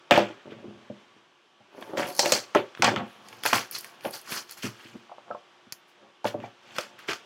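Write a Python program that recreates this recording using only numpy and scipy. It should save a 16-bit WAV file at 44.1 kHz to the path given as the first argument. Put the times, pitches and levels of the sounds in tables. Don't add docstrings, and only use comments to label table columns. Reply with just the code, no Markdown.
import sys
import numpy as np
from scipy import signal
from scipy.io import wavfile
from scipy.ndimage import uniform_filter1d

SR = 44100
rng = np.random.default_rng(int(sys.argv[2]) if len(sys.argv) > 2 else 0)


def wav_record(signal):
    frames = np.transpose(np.atleast_2d(signal))
    bounded = np.clip(frames, -1, 1)
    quanta = np.round(bounded * 32767).astype(np.int16)
    wavfile.write(sys.argv[1], SR, quanta)


N = 319725


def amp(db):
    return 10 ** (np.asarray(db) / 20)


def evened(x):
    return x / np.sqrt(np.mean(x ** 2) + 1e-20)


def smoothed(x, size):
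    return uniform_filter1d(uniform_filter1d(x, size=size[0], axis=0), size=size[1], axis=1)


def read(points, hz):
    f, value = np.transpose(points)
    return np.interp(np.log(hz + 1), np.log(f + 1), value)


def add(mix, s, sound):
    part = mix[round(s * SR):][:len(sound)]
    part += sound[:len(part)]


def colour(x, points):
    level_db = np.maximum(read(points, abs(np.fft.fftfreq(1024, 1 / SR))), -80)
    log_gain = np.log(amp(level_db))
    phase = -signal.hilbert(log_gain).imag
    taps = np.fft.ifft(np.exp(log_gain + 1j * phase)).real[:512]
    return signal.oaconvolve(x, taps / np.linalg.norm(taps))[:len(x)]


def rings(modes, weight, contact_s):
    t = np.arange(SR // 4) / SR
    out = np.zeros(len(t))
    for w, (hz, db, t60) in zip(weight, modes):
        out += w * amp(db - 60 * t / t60) * np.sin(2 * np.pi * hz * t)
    out *= np.sin(np.pi / 2 * np.minimum(t / max(contact_s, 1 / SR), 1)) ** 2
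    return out / abs(out).max()


def grains(per_s, spread_db):
    size = amp(spread_db * np.minimum(rng.exponential(1, N), 4)) * rng.choice([-1., 1.], N)
    return evened(size * (rng.random(N) < per_s / SR))


def clumped(x, patchy_db, size):
    _, _, z = signal.stft(x, nperseg=256, noverlap=192)
    patches = evened(smoothed(rng.standard_normal(z.shape), size))
    return evened(signal.istft(z * amp(patchy_db * patches), nperseg=256, noverlap=192)[1][:N])


RISE_DB, FALL_DB = 23.5, 35.5
ROUND = 1.385
LINGER_DB, LINGER = -34, 7.3


def swells(rows, above_db, fall_share):
    peak, rise, fall, db = np.transpose(rows)[:4, :, None]
    t = np.arange(0, N / SR + .01, .001)
    before = np.maximum(peak - t, 0) / np.maximum(rise, .002)
    after = np.maximum(t - peak, 0) / np.maximum(fall * fall_share, .003)
    rising_db = db + np.reshape(above_db, (-1, 1)) - RISE_DB * before ** ROUND
    dying = amp(-FALL_DB * after ** ROUND) + amp(LINGER_DB - FALL_DB * after / LINGER)
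    each = amp(rising_db) * dying
    now = np.arange(N) / SR
    gain = np.interp(now, t, np.linalg.norm(each, axis=0))
    return gain, each.argmax(axis=0)[(now * 1000).astype(int)]


# [f/Hz, t60/s]
ROOM_DECAY = [(100, 0.044), (300, 0.26), (1000, 0.16), (3000, 0.069), (7000, 0.13), (14000, 0.18)]


def room(x):
    taps, slots = np.zeros(SR // 2), np.arange(200, SR // 2 - 20, 20)
    taps[slots + rng.integers(0, 20, len(slots))] = rng.choice([-1., 1.], len(slots))
    hz, t, z = signal.stft(taps, SR, nperseg=256)
    decay = amp(-60 * t / read(ROOM_DECAY, hz)[:, None])
    tail = signal.istft(z * decay, SR, nperseg=256)[1]
    return signal.fftconvolve(x, tail / np.linalg.norm(tail))[:N]


# [f/Hz, level/dB per Hz]
FAN_AIR = [(24, -85.5), (40, -53), (124, -16.5), (297, -14.5), (354, -10), (444, -13), (942, -11),
           (1020, -10.5), (1210, -12), (1760, -13), (1900, -16.5), (3140, -13), (4240, -23), (5870, -25.5),
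           (16000, -55.5)]
# [f/Hz, level/dB]
FAN_TONES = [(355, -73), (1141, -72.5)]
# [t/s, level/dB]
FAN_DRIFT = [(0, 1.5), (1.0, 2), (1.3, -2.5), (1.58, -3), (1.62, -1.5), (2.5, 5.5), (5.4, 1.5), (6.2, -1),
             (7.25, 5)]


def fan():
    frames, hz = N // 512 + 5, np.fft.rfftfreq(2048, 1 / SR)
    real, imaginary, patches = rng.standard_normal((frames, 1025, 3)).T
    patches = evened(smoothed(patches, (20, 8)))
    z = (real + 1j * imaginary) * amp(read(FAN_AIR, hz)[:, None] + 0.8 * patches)
    air = evened(signal.istft(z, nperseg=2048, noverlap=1536)[1][:N])
    hum = amp(-59.5) * air
    for f, db in FAN_TONES:
        waver = uniform_filter1d(rng.standard_normal(N), size=4000)
        waver = evened(uniform_filter1d(waver, size=4000))
        phase = 2 * np.pi * np.cumsum(f + 1.1 * waver) / SR
        hum += np.sqrt(2) * amp(db + 1.3 * waver) * np.sin(phase)
    return hum * amp(np.interp(np.arange(N) / SR, *np.transpose(FAN_DRIFT)))


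# [f/Hz, level/dB, t60/s]
BOX_MODES = [(282, -8.5, 0.02), (344.6, -7, 0.13), (399.4, 1, 0.037), (547, 2.5, 0.033), (588, -2.5, 0.073),
             (712, 1.5, 0.041), (798.5, 1, 0.043), (872, 2.5, 0.032), (1074, 4, 0.024), (1177, -13.5, 0.11),
             (1304, 2, 0.044), (1592, 1, 0.026), (2020, -14, 0.066), (2350, -1.5, .03)]


def favoured(hz, spread):
    weights = []
    for mode_hz, _, _ in BOX_MODES:
        octaves = np.log2(mode_hz / hz)
        weights.append(np.exp(-.5 * (octaves / max(spread, .05)) ** 2) + 0.027)
    return weights


# [f/Hz, level/dB, t60/s]
DESK_MODES = [(114.1, -6.5, 0.22), (134.6, -7, 0.14), (157, -6.5, 0.077), (208.7, 2, 0.13), (233, -3, 0.14)]
# [peak t/s, rise t/s, fall t/s, box level/dB, desk rumble/dB above it, rubbed spot f/Hz]
MOVES = [(.14, 0.032, .12, -23.5, -12, 537), (.22, 0.033, 0.17, -31.5, -12, 545),
         (.3, .1, 0.12, -38.5, -13, 423), (.46, 0.012, 0.46, -45, 6, 373), (.63, .05, 0.71, -51.5, 2, 345),
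         (.92, .04, 0.3, -71, 14, 370), (1.786, 0.076, 0.1, -39.5, -33, 470), (1.93, .1, .1, -36, -18, 496),
         (1.99, 0.045, 0.22, -22.5, -17, 530), (2.23, 0.065, 0.24, -31.5, -32, 585),
         (2.336, .1, 0.11, -29, -24, 568), (2.574, 0.017, 0.095, -26.5, -23, 530),
         (2.839, 0.018, 0.17, -17, -6, 830), (2.91, 0.073, .15, -27.5, -5.5, 405),
         (2.974, .02, 0.14, -27.5, -1, 746), (3.3, 0.19, 0.95, -50, -7.5, 880),
         (3.5, .05, 0.044, -53, -17, 790), (3.546, 0.018, .13, -25, -5, 880),
         (3.95, 0.47, 0.26, -53.5, -17, 940), (4.06, 0.019, 0.088, -32.5, -10, 620),
         (4.15, .06, .06, -43, -18, 750), (4.322, 0.12, 0.16, -39, -18, 1210),
         (4.66, 0.026, 0.078, -39, 7.5, 372), (4.965, 0.094, 0.07, -54, 10, 342),
         (5.285, .04, 0.043, -44, -20.5, 796), (6.08, 0.18, 0.065, -51.5, -12, 560),
         (6.275, .02, .4, -41.5, -9, 563), (6.41, 0.093, .12, -41, 1, 400),
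         (6.764, 0.19, 0.55, -50.5, -5.5, 650), (7.108, .02, 0.07, -31.5, -17, 912)]


def shuffle():
    *_, rumble_db, spot_hz = np.transpose(MOVES)
    rub, loudest = swells(MOVES, 0, fall_share=0.99)
    rumble, _ = swells(MOVES, rumble_db, fall_share=1)
    pitch = uniform_filter1d(spot_hz[loudest], size=400)
    slips = grains(per_s=330, spread_db=4.0)
    box, power = np.zeros(N), np.zeros(N)
    for weight, mode in zip(favoured(pitch, 0.56), BOX_MODES):
        gain = weight * amp(mode[1])
        ringing = signal.oaconvolve(slips, rings([mode], [1], contact_s=0.00079))[:N]
        box += gain * evened(ringing)
        power += gain ** 2
    box /= np.sqrt(power)
    thump = rings(DESK_MODES, np.ones(len(DESK_MODES)), contact_s=0.0016)
    desk = evened(signal.oaconvolve(grains(per_s=230, spread_db=1.5), thump)[:N])
    return amp(-4) * rub * box + amp(-6.0) * rumble * desk


# [f/Hz, level/dB]
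FILM_PARTS = [(800, -7.5), (1400, 1.5), (2500, -0.5), (3500, -3), (5200, -41)], [(2600, -39), (4300, 8),
              (6000, 4), (7500, -2), (9000, -8.5), (11000, -45)], [(7500, -31.5), (9500, -1.5), (12000, -4),
              (16000, -10), (18000, -19)]
# [peak t/s, rise t/s, fall t/s, middle level/dB, dull part/dB above it, airy part/dB above it]
HANDFULS = [(0.117, 0.0062, 0.23, -35.5, 16, -20), (0.186, .005, 0.087, -43.5, 17, -27),
            (.512, 0.0093, 0.093, -71.5, 25, -18), (1.82, 0.11, 0.6, -61.5, 7.5, -4),
            (1.98, 0.017, 0.26, -40, 9, -9), (2.085, 0.034, .17, -45, -15, -2),
            (2.186, 0.051, 0.055, -45, -16, 2.5), (2.201, 0.017, 0.17, -26, -8.5, -15),
            (2.262, 0.035, 0.13, -34, -0.5, -14), (2.308, .1, 0.068, -34.5, -3, -6),
            (2.334, 0.0053, 0.15, -25.5, -3.5, -14), (2.555, 0.011, 0.12, -48.5, 22, -4),
            (2.785, 0.024, 0.13, -65.5, 16.5, 3), (2.85, 0.026, 0.15, -30.5, 10, -20),
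            (2.967, .006, 0.13, -56, 23, -34), (3.1, 0.088, 0.27, -71, 9, 3),
            (3.285, 0.083, 0.81, -59.5, -1, -6), (3.466, 0.034, 0.2, -31.5, -0.5, -8),
            (3.54, .008, 0.16, -27.5, 3.5, -6.5), (3.721, .008, 0.13, -46.5, -0.5, 0),
            (3.76, 0.055, 0.11, -37.5, -5, -9), (3.842, 0.047, 0.23, -54, 3, -3),
            (4.061, 0.054, 0.13, -52, 8.5, 2.5), (4.14, 0.035, .13, -40.5, -3.5, -2),
            (4.294, 0.065, 0.11, -48, 0, -5), (4.322, 0.045, 0.17, -39, 4, -1.5),
            (4.375, 0.12, .1, -36.5, -2.5, -10), (4.52, 0.066, 0.096, -48, -3.5, -6),
            (4.575, .01, .15, -49, -1, -4), (4.64, 0.027, 0.14, -38.5, 3, -9),
            (4.84, 0.3, 0.42, -58.5, 6, -11.5), (5.896, 0.042, .08, -70, -6, -2.5),
            (6.268, 0.023, 0.099, -41.5, 7, -8), (6.445, 0.086, 0.14, -64, 14, -12),
            (6.72, .15, 0.15, -61, 10.5, -14.5), (6.765, 0.027, 0.065, -53, 8.5, -9),
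            (6.789, 0.056, 0.18, -44, 5, -12), (6.992, 0.015, 0.24, -59, 9.5, -12),
            (7.093, 0.021, 0.15, -38.5, 7.5, -11.5)]


def crinkle():
    *_, dull_db, airy_db = np.transpose(HANDFULS)
    dull, _ = swells(HANDFULS, dull_db, fall_share=0.85)
    middle, _ = swells(HANDFULS, 0, fall_share=0.86)
    airy, _ = swells(HANDFULS, airy_db, fall_share=.75)
    buckles = 1.2 * grains(per_s=2000, spread_db=3)
    creases = clumped(buckles + rng.standard_normal(N), patchy_db=3.0, size=(8, 6))
    pricks = 0.7 * grains(per_s=1500, spread_db=3.0)
    pricks = clumped(pricks + rng.standard_normal(N), patchy_db=4.0, size=(24, 3))
    film = dull * colour(creases, FILM_PARTS[0])
    film += middle * colour(creases, FILM_PARTS[1])
    film += airy * colour(pricks, FILM_PARTS[2])
    return amp(-1.0) * film


# [t/s, middle level/dB, dull part/dB above it, airy part/dB above it]
CRACKS = [(0.1097, -15, 11, -13.5), (0.177, -21, 6, -12), (0.2, -44, 16.5, -22), (1.8106, -50, -3, 5),
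          (1.8253, -50.5, 20.5, -19), (1.9729, -34, 14.5, -8), (2.0744, -43, -1, -3),
          (2.1252, -39, -9.5, -1), (2.15, -32, -30.5, 0), (2.165, -31, -20, -3), (2.174, -30, -21, -18),
          (2.181, -28, -14, -4), (2.193, -5, -6.5, -17), (2.2587, -25, 9, 2), (2.3209, -6, -5, -10),
          (2.3252, -16, -2, -9), (2.5495, -23, 10, -13), (2.7502, -42.5, 14, -38), (2.7738, -55, 22, -11),
          (2.822, -12, 5.5, -21), (2.844, -13, 4.5, -18), (2.9611, -31, 15, -49), (3.2861, -36, -4, -10),
          (3.328, -52, 18.5, -2), (3.4357, -29.5, 8.5, 3), (3.4535, -31.5, 16.5, 8), (3.461, -20, 8, 4),
          (3.5313, -14, 7, -6.5), (3.5574, -22, -14, -4), (3.712, -37, -4, 16), (3.7626, -31, 3, -9),
          (3.786, -37, -20, 13), (3.809, -38.5, -14.5, 10), (3.845, -36, 6, 4), (4.0087, -44, 6, -13),
          (4.0516, -43, 19, -2), (4.109, -43, -12, 16), (4.214, -45, -20, 10), (4.3216, -35, 10, -2),
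          (4.379, -33, 0, -1), (4.4943, -37, 0, -15), (4.5106, -36.5, -5, 7), (4.5227, -40, -19, 7),
          (4.6334, -32, 8, -3), (5.7233, -20.5, -12, -9), (6.244, -32.5, -7, -19),
          (6.2534, -39.5, 15.5, -24), (6.402, -57.5, 22.5, -25), (6.764, -36, 8, -7),
          (6.784, -22, 6.5, -11), (6.8097, -28.5, -22, -9), (6.991, -46, 6, 0), (7.086, -35, 15, -29),
          (7.1322, -25, 3, -23)]


def snaps():
    out, ms = np.zeros(N), np.arange(900) / SR * 1000
    noises = rng.standard_normal((len(CRACKS), len(ms)))
    for (s, db, dull_db, airy_db), noise in zip(CRACKS, noises):
        length_ms = 2.1 + 4.0 * np.sqrt(amp(db))
        burst = noise * (1 - np.exp(-ms / 0.052)) * np.exp(-ms / length_ms)
        burst *= 1 + 1.1 * np.exp(-ms / 0.31)
        for part, above_db in zip(FILM_PARTS, (dull_db, 0, airy_db)):
            click = colour(burst, part)
            add(out, s, amp(db + above_db) * click / abs(click).max())
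    return out


# [t/s, blow level/dB, main pitch f/Hz, desk thump/dB above the blow]
BLOWS = [(0.11, -3, 540, -15), (0.117, -10, 525, -32), (0.176, -3, 540, -42), (0.199, -12.5, 560, -12.5),
         (0.46, -49, 313, -17), (0.519, -30, 304, -9), (0.642, -34, 283, -33), (0.679, -38.5, 363, 5),
         (0.899, -29, 495, -2.5), (1.161, -53.5, 333, -2), (1.603, -50, 680, -3.5), (1.785, -37, 387, -28),
         (1.82, -35, 850, -13), (1.893, -35.5, 363, -23), (1.934, -28.5, 530, -33),
         (1.975, -18.5, 498, -10), (2.192, -15, 680, -43), (2.258, -15, 544, -31), (2.321, -10.5, 560, -20),
         (2.549, -8, 1160, -18), (2.557, -7, 538, -41), (2.794, -28, 338, 0.5), (2.822, -13.5, 980, -37),
         (2.832, -11, 805, -25), (2.847, -17, 960, -19), (2.878, -16, 674, -10), (2.963, -22.5, 1200, -5),
         (3.013, -35, 244, 7), (3.454, -19.5, 830, -41), (3.461, -18, 880, -29), (3.529, -9.5, 1030, -18),
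         (3.555, -31, 1250, -2), (4.046, -24.5, 645, -28), (4.057, -23.5, 527, -11), (4.641, -30, 269, 6.5),
         (4.648, -27.5, 338, 2), (4.848, -44.5, 315, 0), (4.951, -36.5, 240, 5.5), (5.093, -39, 860, -39),
         (5.115, -34, 796, -55), (5.18, -33, 800, -29.5), (5.304, -26, 549, -18.5), (5.309, -26, 1120, -29),
         (5.346, -26.5, 808, -37.5), (5.668, -64, 280, 15), (6.244, -20, 883, -13.5),
         (6.253, -13.5, 650, -15), (6.343, -20, 494, -10.5), (6.438, -28, 700, -10),
         (6.441, -39.5, 2200, -30), (6.786, -24.5, 560, -47.5), (6.993, -53, 1270, -35),
         (7.088, -24, 390, -21)]
SOFT_SPREAD, HARD_SPREAD = 0.32, 0.26


def knocks():
    out, chance = np.zeros(N), rng.uniform(0.23, 1, (len(BLOWS), len(BOX_MODES)))
    for (s, db, hz, thump_db), luck in zip(BLOWS, chance):
        contact_s = 0.0013 / amp(db) ** 0.27
        spread = SOFT_SPREAD + HARD_SPREAD * np.sqrt(amp(db))
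        box = rings(BOX_MODES, favoured(hz, spread) * luck, contact_s)
        add(out, s, amp(db) * box)
        add(out, s, amp(db + thump_db) * rings(DESK_MODES, luck, contact_s=0.0029))
    return out


def scene():
    turn = np.pi * np.arange(N) / SR / .37
    hum, rubs, cracks, blows = fan(), shuffle() + crinkle(), snaps(), knocks()
    wet = amp(-10.0) * blows + amp(-11.0) * cracks + amp(-7) * rubs
    echoes = room(wet * np.cos(turn)) + room(wet * np.sin(turn))
    return (blows + cracks + rubs + echoes + hum)[None]


def record(dry):
    thin = signal.sosfilt(signal.butter(4, 105, "high", fs=SR, output="sos"), dry)
    squeezed = .85 * np.tanh(thin / .85)
    band = signal.firwin(511, 15900, window=("kaiser", 9), fs=SR)
    return signal.oaconvolve(squeezed, band[None], "same")


dry = scene()
out = record(dry)
wav_record(out)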